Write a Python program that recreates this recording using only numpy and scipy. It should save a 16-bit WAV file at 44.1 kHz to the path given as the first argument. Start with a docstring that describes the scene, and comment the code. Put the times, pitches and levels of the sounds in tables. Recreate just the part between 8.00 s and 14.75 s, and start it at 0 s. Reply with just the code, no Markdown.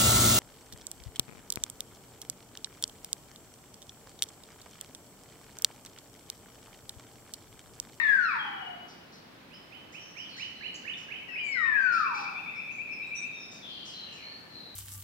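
"""A bird close on the left slides a long whistle downward, and later does it again.
One on the right repeats rising whistles, growing louder; another on the left trills.
Further off, small birds whistle, chip and chirr, and one slides down far away.
Each call is a gliding tone, roughened by noise where the voice is hoarse. Trunks and a bank on a wooded
garden slope echo it all over a soft distant rumble, heard by two microphones a head apart."""
import sys
import numpy as np
from scipy import signal
from scipy.fft import rfft, irfft
from scipy.io import wavfile
from scipy.ndimage import uniform_filter1d

SR = 44100
rng = np.random.default_rng(int(sys.argv[2]) if len(sys.argv) > 2 else 0)


def transcribe(signal):
    """Save signal, clipped to [-1, 1], as a 16-bit WAV file at the path in sys.argv[1]."""
    frames = np.atleast_2d(signal).T
    limited = np.clip(frames, -1, 1)
    pcm = np.round(limited * 32767).astype(np.int16)
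    wavfile.write(sys.argv[1], SR, pcm)


N = 297675
LEAD = SR // 2  # extra samples at the front, for calls that begin before time zero


def undb(db):
    """Turn decibels into a factor to multiply a sound by."""
    return 10 ** (np.asarray(db) / 20)


def on_log(hz, table):
    """Read between the rows of a (pitch_hz, value) table, with octaves evenly spaced."""
    pitches, values = np.transpose(table)
    return np.interp(np.log(np.maximum(hz, 1)), np.log(pitches), values)


def phase_of(hz):
    """Add up a changing pitch into the angle of its wave, in radians."""
    return 2 * np.pi * np.cumsum(hz) / SR


def blur(n, width_hz):
    """Complex noise of strength 1; multiplying a tone by it smears the pitch over width_hz."""
    noise = rng.standard_normal(n + 2000) + 1j * rng.standard_normal(n + 2000)
    lowpass = signal.butter(2, np.clip(width_hz / 2, 3, 5000), fs=SR, output="sos")
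    noise = signal.sosfilt(lowpass, noise)[2000:]  # skip the part where the filter settles
    return noise / np.sqrt(np.mean(abs(noise) ** 2))


def place(bus, start_s, sound, pan_db, wood_db, lean=0.13, ear_lag_s=.0008):
    """Send a call to the microphones (rows 0, 1), the nearer one first, and into the wood (rows 2, 3)."""
    lag_s = ear_lag_s * np.clip(np.mean(pan_db) / 4, -1, 1) / 2  # pan_db is left minus right
    lean_db = lean * pan_db / 2  # the wood rings a little louder on the bird's side
    paths = [(-lag_s, pan_db / 2), (lag_s, -pan_db / 2), (0, wood_db + lean_db), (0, wood_db - lean_db)]
    for row, (shift_s, db) in enumerate(paths):
        i = LEAD + int((start_s + shift_s) * SR)
        part = (sound * undb(db))[:bus.shape[1] - i]
        bus[row, i:i + len(part)] += part


def rumble_and_leaves(level_db=-54, flicker_db=.8):
    """Distant rumble and leaf hiss: alike left and right in the bass, drifting a little band by band."""
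    # How strong the noise is from bass to treble: pitch_hz, relative_db
    noise_shape = [(12, -77.5), (25, -18.5), (58, -11), (170, 0), (260, 0), (420, -5), (600, -5),
                   (1000, -8), (1860, -10), (2900, -13), (4500, -18), (7000, -28.5), (10000, -31.5),
                   (16000, -29.5)]
    # How alike the two sides are: pitch_hz, likeness (0 unrelated, 1 the same)
    side_likeness = [(60, 0.93), (130, 0.93), (290, 0.67), (640, 0), (1400, 0.034)]
    hz = np.fft.rfftfreq(N, 1 / SR)
    alike = np.clip(on_log(hz, side_likeness), -1, 1)
    mid, side = (rfft(rng.standard_normal(N)) * undb(on_log(hz, noise_shape)) for _ in range(2))
    both = np.sqrt(1 + alike) * mid + np.sqrt(1 - alike) * side * np.array([[1], [-1]])
    noise = 0
    for centre_hz in 20 * 2. ** np.arange(11):
        share = np.clip(1 - abs(np.log2(np.maximum(hz, 20) / centre_hz)), 0, 1)
        drift = np.interp(np.arange(N), np.linspace(0, N, 30), rng.standard_normal(30))
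        noise = noise + irfft(both * share, N) * undb(flicker_db * drift)
    return noise * undb(level_db) / np.sqrt(np.mean(noise.mean(axis=0) ** 2))


def trunk_echoes(calls, onset_s=.01):
    """Countless trunks scatter the calls into a fading wash, different on each side, shortest up high."""
    # How long the wood takes to fade by 60 dB: pitch_hz, fade_s
    fade_times = [(500, 0.59), (1500, 1.45), (2800, 0.99), (5000, 0.96), (9000, 0.22)]
    t = np.arange(int(1.5 * SR)) / SR
    tail = 0
    for hz in 400 * 2. ** np.arange(5):
        octave = signal.butter(2, [hz, 2 * hz], "band", fs=SR, output="sos")
        band = signal.sosfilt(octave, rng.standard_normal((2, len(t))))
        fade_s = on_log(hz * np.sqrt(2), fade_times)
        tail = tail + band * np.exp(-np.log(1000) * t / fade_s) * (1 - np.exp(-t / onset_s))
    return signal.fftconvolve(calls, tail * undb(-34.5), axes=1)[:, :calls.shape[1]]


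def branch_and_bank_echoes(calls, scatter_db=-35, fade_s=.25):
    """The calls plus scatter from nearby branches and echoes off the bank, all from the bird's side."""
    # Echoes off the bank: delay_s, level_db
    bank_echoes = [(.043, -16), (0.089, -27.5)]
    t = np.arange(SR // 3) / SR
    tail = rng.standard_normal(len(t)) * undb(scatter_db) * np.exp(-np.log(1000) * t / fade_s)
    tail[0] = 1  # the call itself
    for delay_s, db in bank_echoes:
        tail[int(delay_s * SR)] += undb(db)
    return signal.fftconvolve(calls, tail[None], axes=1)[:, :calls.shape[1]]


def small_notes(bus, notes, clear, peak_at, round_off):
    """Straight glides, partly smeared by an unsteady voice; each swells until the fraction peak_at."""
    for start_s, length_s, from_hz, to_hz, blur_hz, db, pan_db in notes:
        progress = np.arange(0, 1, 1 / (length_s * SR))
        core = clear * np.exp(-blur_hz / 150)  # the wider the smear, the less clear tone is left
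        voice = core + np.sqrt(np.clip(1 - core ** 2, 0, 1)) * blur(len(progress), blur_hz)
        ramp = np.clip(np.minimum(progress / peak_at, (1 - progress) / (1 - peak_at)), 0, 1)
        swell = np.sin(np.pi / 2 * ramp) ** round_off
        tone = np.exp(1j * phase_of(from_hz + (to_hz - from_hz) * progress))
        place(bus, start_s, 1.836 * undb(db) * swell * (voice * tone).real, pan_db, wood_db=0)


def whistles_and_chips(bus, down_s=.009, up_s=.017):
    """Small birds further off give thin notes, clear to hoarse, and chips whose pitch draws a quick V."""
    # Thin notes: start_s, length_s, from_hz, to_hz, blur_hz, level_db, pan_db
    thin_notes = [(0.2, 0.36, 1820, 1785, 20, -49.5, 2), (0.385, 0.063, 3355, 3030, 27, -45, 2.5),
                  (0.441, 0.12, 3020, 3000, 56, -52.5, 10), (0.55, 0.21, 2970, 2910, 35, -49, 8),
                  (1.535, 0.05, 4950, 5480, 250, -59, 1), (1.988, 0.15, 5580, 5700, 480, -58.5, 3),
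                  (2.168, 0.077, 5790, 5110, 580, -55, 5), (2.247, 0.12, 3530, 2077, 96, -57, 8),
                  (2.289, 0.17, 4550, 3795, 490, -54, 3), (2.549, 0.19, 4236, 4080, 360, -58.5, 6),
                  (2.936, 0.012, 3780, 3180, 5, -48, 7), (3.019, 0.04, 887, 1575, 27, -57, -2.5),
                  (3.199, 0.051, 2160, 2314, 22, -49, 17), (3.284, 0.032, 1970, 1880, 49, -49.5, 9.5),
                  (3.434, 0.095, 7240, 7180, 750, -58.5, -1.5), (3.52, 0.017, 5430, 4950, 33, -50.5, -1.5),
                  (4.252, 0.48, 3536, 3550, 24, -67, -1.5), (4.52, 0.027, 2080, 2150, 37, -54, 1),
                  (4.554, 0.049, 5440, 5260, 210, -61.5, -3), (4.708, 0.058, 6400, 6230, 220, -65, -1),
                  (4.908, 0.069, 5490, 5160, 93, -59, -10), (4.94, 0.044, 2080, 2125, 24, -63, -0.5),
                  (4.75, 0.08, 7220, 7200, 228, -71, -4), (5.017, 0.059, 3850, 3822, 140, -58, 3),
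                  (5.066, 0.035, 7600, 7540, 504, -70, -2.5), (5.151, 0.13, 3790, 3725, 154, -59, 5),
                  (5.3, 0.3, 3708, 3676, 125, -57, 7), (5.147, 0.1, 8100, 8070, 430, -62, 2),
                  (5.158, 0.081, 6560, 6860, 370, -58.5, -4.5), (5.149, 0.058, 5860, 5810, 34, -55.5, -21),
                  (5.33, 0.17, 5610, 5820, 493, -61.5, -0.5), (5.391, 0.12, 5350, 5220, 150, -56, -3.5),
                  (5.677, 0.2, 4460, 4030, 610, -55.5, 6), (5.857, 0.083, 7700, 7400, 1990, -67, 1),
                  (5.93, 0.16, 4160, 4027, 290, -48, 3.5), (5.999, 0.62, 1782, 1765, 63, -66.5, 12.5),
                  (6.2, 0.18, 4180, 4385, 260, -50, 1.5), (6.502, 0.24, 4270, 3950, 280, -52, 6)]
    # Quick chips: start_s, top_hz, bottom_hz, level_db
    chip_notes = [(2.742, 8030, 5690, -51), (2.742, 5260, 4240, -52)]
    down = [(s, down_s, top, low, 0, db - 5, 1.5) for s, top, low, db in chip_notes]
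    up = [(s + down_s, up_s, low, low + 2200, 0, db, 1.5) for s, _, low, db in chip_notes]
    small_notes(bus, thin_notes + down + up, clear=0.84, peak_at=0.28, round_off=0.47)


def chirring_bird(bus, blur_hz=1820, sag=0.91, pan_db=2):
    """One small bird's harsh notes, smeared into noise and sagging in pitch."""
    # Chirrs: start_s, length_s, pitch_hz, level_db
    chirr_notes = [(0.88, 0.075, 5300, -59), (1.12, 0.081, 5080, -60), (1.921, 0.066, 6200, -60.5),
                   (2.364, 0.1, 5470, -54.5), (2.97, 0.087, 5990, -61), (3.919, 0.12, 4800, -49.5),
                   (4.138, 0.1296, 4860, -51.5), (5.51, 0.088, 5830, -55.5), (5.849, 0.11, 5390, -53),
                   (6.121, 0.087, 6060, -61)]
    notes = [(s, length, hz, hz * sag, blur_hz, db, pan_db) for s, length, hz, db in chirr_notes]
    small_notes(bus, notes, clear=.1, peak_at=0.17, round_off=0.54)


def slide(bus, times_s, hz, db, beak_db, pan_db, wood_db, rasp_db, rough=0.074, smear_hz=120):
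    """A nearly pure gliding whistle; overtones stand out where the throat rings and the beak opens."""
    # How the throat favours overtones: pitch_hz, gain_db
    throat_gains = [(1700, -35.5), (1900, -5.5), (2500, -12.5), (3000, -33.5), (3500, -27), (4300, -20),
                    (5000, -24.5), (6500, -33.5)]
    t = np.arange(times_s[0], times_s[-1], 1 / SR)
    hz, db, beak_db = (uniform_filter1d(np.interp(t, times_s, c), 400) for c in (hz, db, beak_db))
    phase = phase_of(hz * (1 + 0.00699 * blur(len(t), 24).real))  # the pitch wavers slightly
    step_db = -3.5 - 16 * np.clip((hz - 1580) / 100, 0, 1)  # drop per overtone: high notes are purer
    tone = np.exp(1j * phase)
    for k in (2, 3, 4):
        unsteady = .7 + .7 * blur(len(t), 60 * k)  # overtones break up more than the tone
        overtone_db = on_log(k * hz, throat_gains) + (k - 2) * step_db + beak_db
        tone = tone + undb(overtone_db) * unsteady * np.exp(1j * k * phase)
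    breath = undb(rasp_db) * blur(len(t), 7000) * np.exp(1j * phase_of(np.full(len(t), 6000.)))
    voice = ((tone + breath) * (1 + rough * blur(len(t), smear_hz))).real
    fade = np.clip(np.minimum(t - times_s[0], times_s[-1] - t) / 0.016, 0, 1)
    shadow = np.clip(hz / 1600, 0, 1) ** 2  # low notes bend round to the far microphone
    place(bus, times_s[0], np.sqrt(2) * fade * undb(db) * voice, pan_db * shadow, wood_db)


def far_sliding_bird(bus):
    """One falling whistle from far off, blurred by the wood."""
    # Points along the whistle: time_s, pitch_hz, level_db
    far_curve = [(5.615, 3720, -61), (5.64, 3486, -54), (5.7, 3248, -53.5), (5.8, 3134, -57.5),
                 (5.901, 3154, -60.5), (6.16, 2893, -60.5), (6.2, 2350, -63), (6.27, 2190, -62)]
    times_s, hz, db = np.transpose(far_curve)
    beak_db = np.full(len(times_s), -30.)
    slide(bus, times_s, hz, db, beak_db, pan_db=6, wood_db=2, rasp_db=-47, rough=2.1, smear_hz=423)


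def rising_bird(bus, low_hz=1468, top_hz=3092, length_s=0.096, echo_s=0.038):
    """Each whistle creeps up, shoots higher and levels off; a trunk across the path throws it back."""
    # Rising whistles, timed as they pass 2000 Hz: time_s, level_db
    rising_notes = [(1.501, -61), (1.71, -57.5), (1.934, -53), (2.16, -50), (2.389, -45.5), (2.623, -45),
                    (2.862, -44), (3.104, -44), (3.353, -43)]
    t = np.arange(0, length_s, 1 / SR)
    loudest_db = max(db for _, db in rising_notes)
    for time_s, db in rising_notes:
        from_hz = low_hz + 21.5 * (loudest_db - db)  # the loudest start lowest
        climb_s = .045 * (top_hz - from_hz) / (top_hz - low_hz)  # a shorter climb is over sooner
        hz = top_hz - (top_hz - from_hz) * np.exp(-(t / climb_s) ** 2)
        start_s = time_s - t[np.argmax(hz > 2000)]
        swell = np.sin(np.pi * t / length_s) ** 0.64 * (hz / top_hz) ** 1.9
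        hoarse = abs(1 + 0.8 * blur(len(t), 170))
        call = 2 * undb(db) * swell * hoarse * np.sin(phase_of(hz))
        place(bus, start_s, call, pan_db=-12, wood_db=3.5)
        place(bus, start_s + echo_s, call * undb(-5), pan_db=-2.5, wood_db=-12)


def trilling_bird(bus, start_s=3.63, count=16, gap_s=.1016, slowing_s=.0006):
    """Quick notes start level, flick upward and level off; the pace slows and the trill swells."""
    low_hz, high_hz, length_s = 2295, 2680, .052
    progress = np.arange(0, 1, 1 / (length_s * SR))
    fade = np.sin(np.pi * progress) ** 0.51 * undb(-2 * progress)  # weaker at the top of the flick
    flick_hz = low_hz + (high_hz - low_hz) * np.sin(np.pi / 2 * progress ** 1.24) ** 2
    for k, (pitch_jitter, level_jitter) in enumerate(rng.standard_normal((count, 2))):
        since_s = k * gap_s + k * (k - 1) / 2 * slowing_s
        db = -36 - 5 * np.exp(-since_s / 0.43) + .8 * level_jitter  # starts 5 dB below full level
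        tone = np.sin(phase_of(flick_hz * (1 + 0.0059 * pitch_jitter)))
        place(bus, start_s + since_s, undb(db) * fade * tone, pan_db=9, wood_db=3.5)


def second_voice(bus, from_hz=1690, to_hz=855, fall_s=.09, hold_s=0.097, fade_s=.15):
    """The second side of the near bird's voice box joins briefly below each long whistle."""
    # Short lower notes: start_s, level_db
    lower_notes = [(-.17, -42), (3.549, -41.5)]
    t = np.arange(0, hold_s + fade_s, .005)
    hz = to_hz + (from_hz - to_hz) * np.exp(-t / fall_s)
    fade_db = -17 * np.clip(t - hold_s, 0, 1) / fade_s
    beak_db = np.full(len(t), -30.)
    for start_s, db in lower_notes:
        slide(bus, start_s + t, hz, db + fade_db, beak_db, pan_db=12.5, wood_db=-1.5, rasp_db=-44)


def near_sliding_bird(bus):
    """Two long falling whistles close on the left; the first is already under way at time zero."""
    # One list of points per whistle: time_s, pitch_hz, level_db, beak_db (higher is more open)
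    whistle_curves = [
        [(-.37, 2900, -38, 4), (-.07, 1964, -36, 3), (.098, 1695, -29.5, -2), (.2, 1501, -32.5, -9),
         (.235, 1410, -33.5, 4.5), (.29, 1287, -39, 9), (.364, 910, -42, 11), (.421, 849, -46.5, -1),
         (.738, 688.4, -52.5, 0), (.82, 645, -66, -7)],
        [(3.27, 2980, -58, 9), (3.319, 2630, -49.5, 3.5), (3.53, 2201, -39, -5), (3.573, 1979, -35.5, -1),
         (3.68, 1806, -32, -3), (3.76, 1686, -33, -16), (3.81, 1587, -31.5, -3.5), (3.94, 1391, -31, -7),
         (3.996, 1313, -32.5, -21), (4.161, 839.6, -43.5, -12), (4.4, 724, -61, -12)],
    ]
    for curve, wood_db, rasp_db in zip(whistle_curves, (3, 1), (-38.5, -48)):
        slide(bus, *np.transpose(curve), pan_db=20, wood_db=wood_db, rasp_db=rasp_db)
    second_voice(bus)


def scene():
    """All the birds and their echoes, over the rumble and leaf hiss."""
    bus = np.zeros((4, LEAD + N))
    near_sliding_bird(bus)
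    far_sliding_bird(bus)
    rising_bird(bus)
    trilling_bird(bus)
    whistles_and_chips(bus)
    chirring_bird(bus)
    birds = branch_and_bank_echoes(bus[:2]) + trunk_echoes(bus[2:])
    return birds[:, LEAD:] + rumble_and_leaves()


def record(dry):
    """A steep filter cuts the treble above 15760 Hz."""
    return signal.sosfilt(signal.ellip(10, .2, 80, 15760, fs=SR, output="sos"), dry)


dry = scene()
out = record(dry)
transcribe(out)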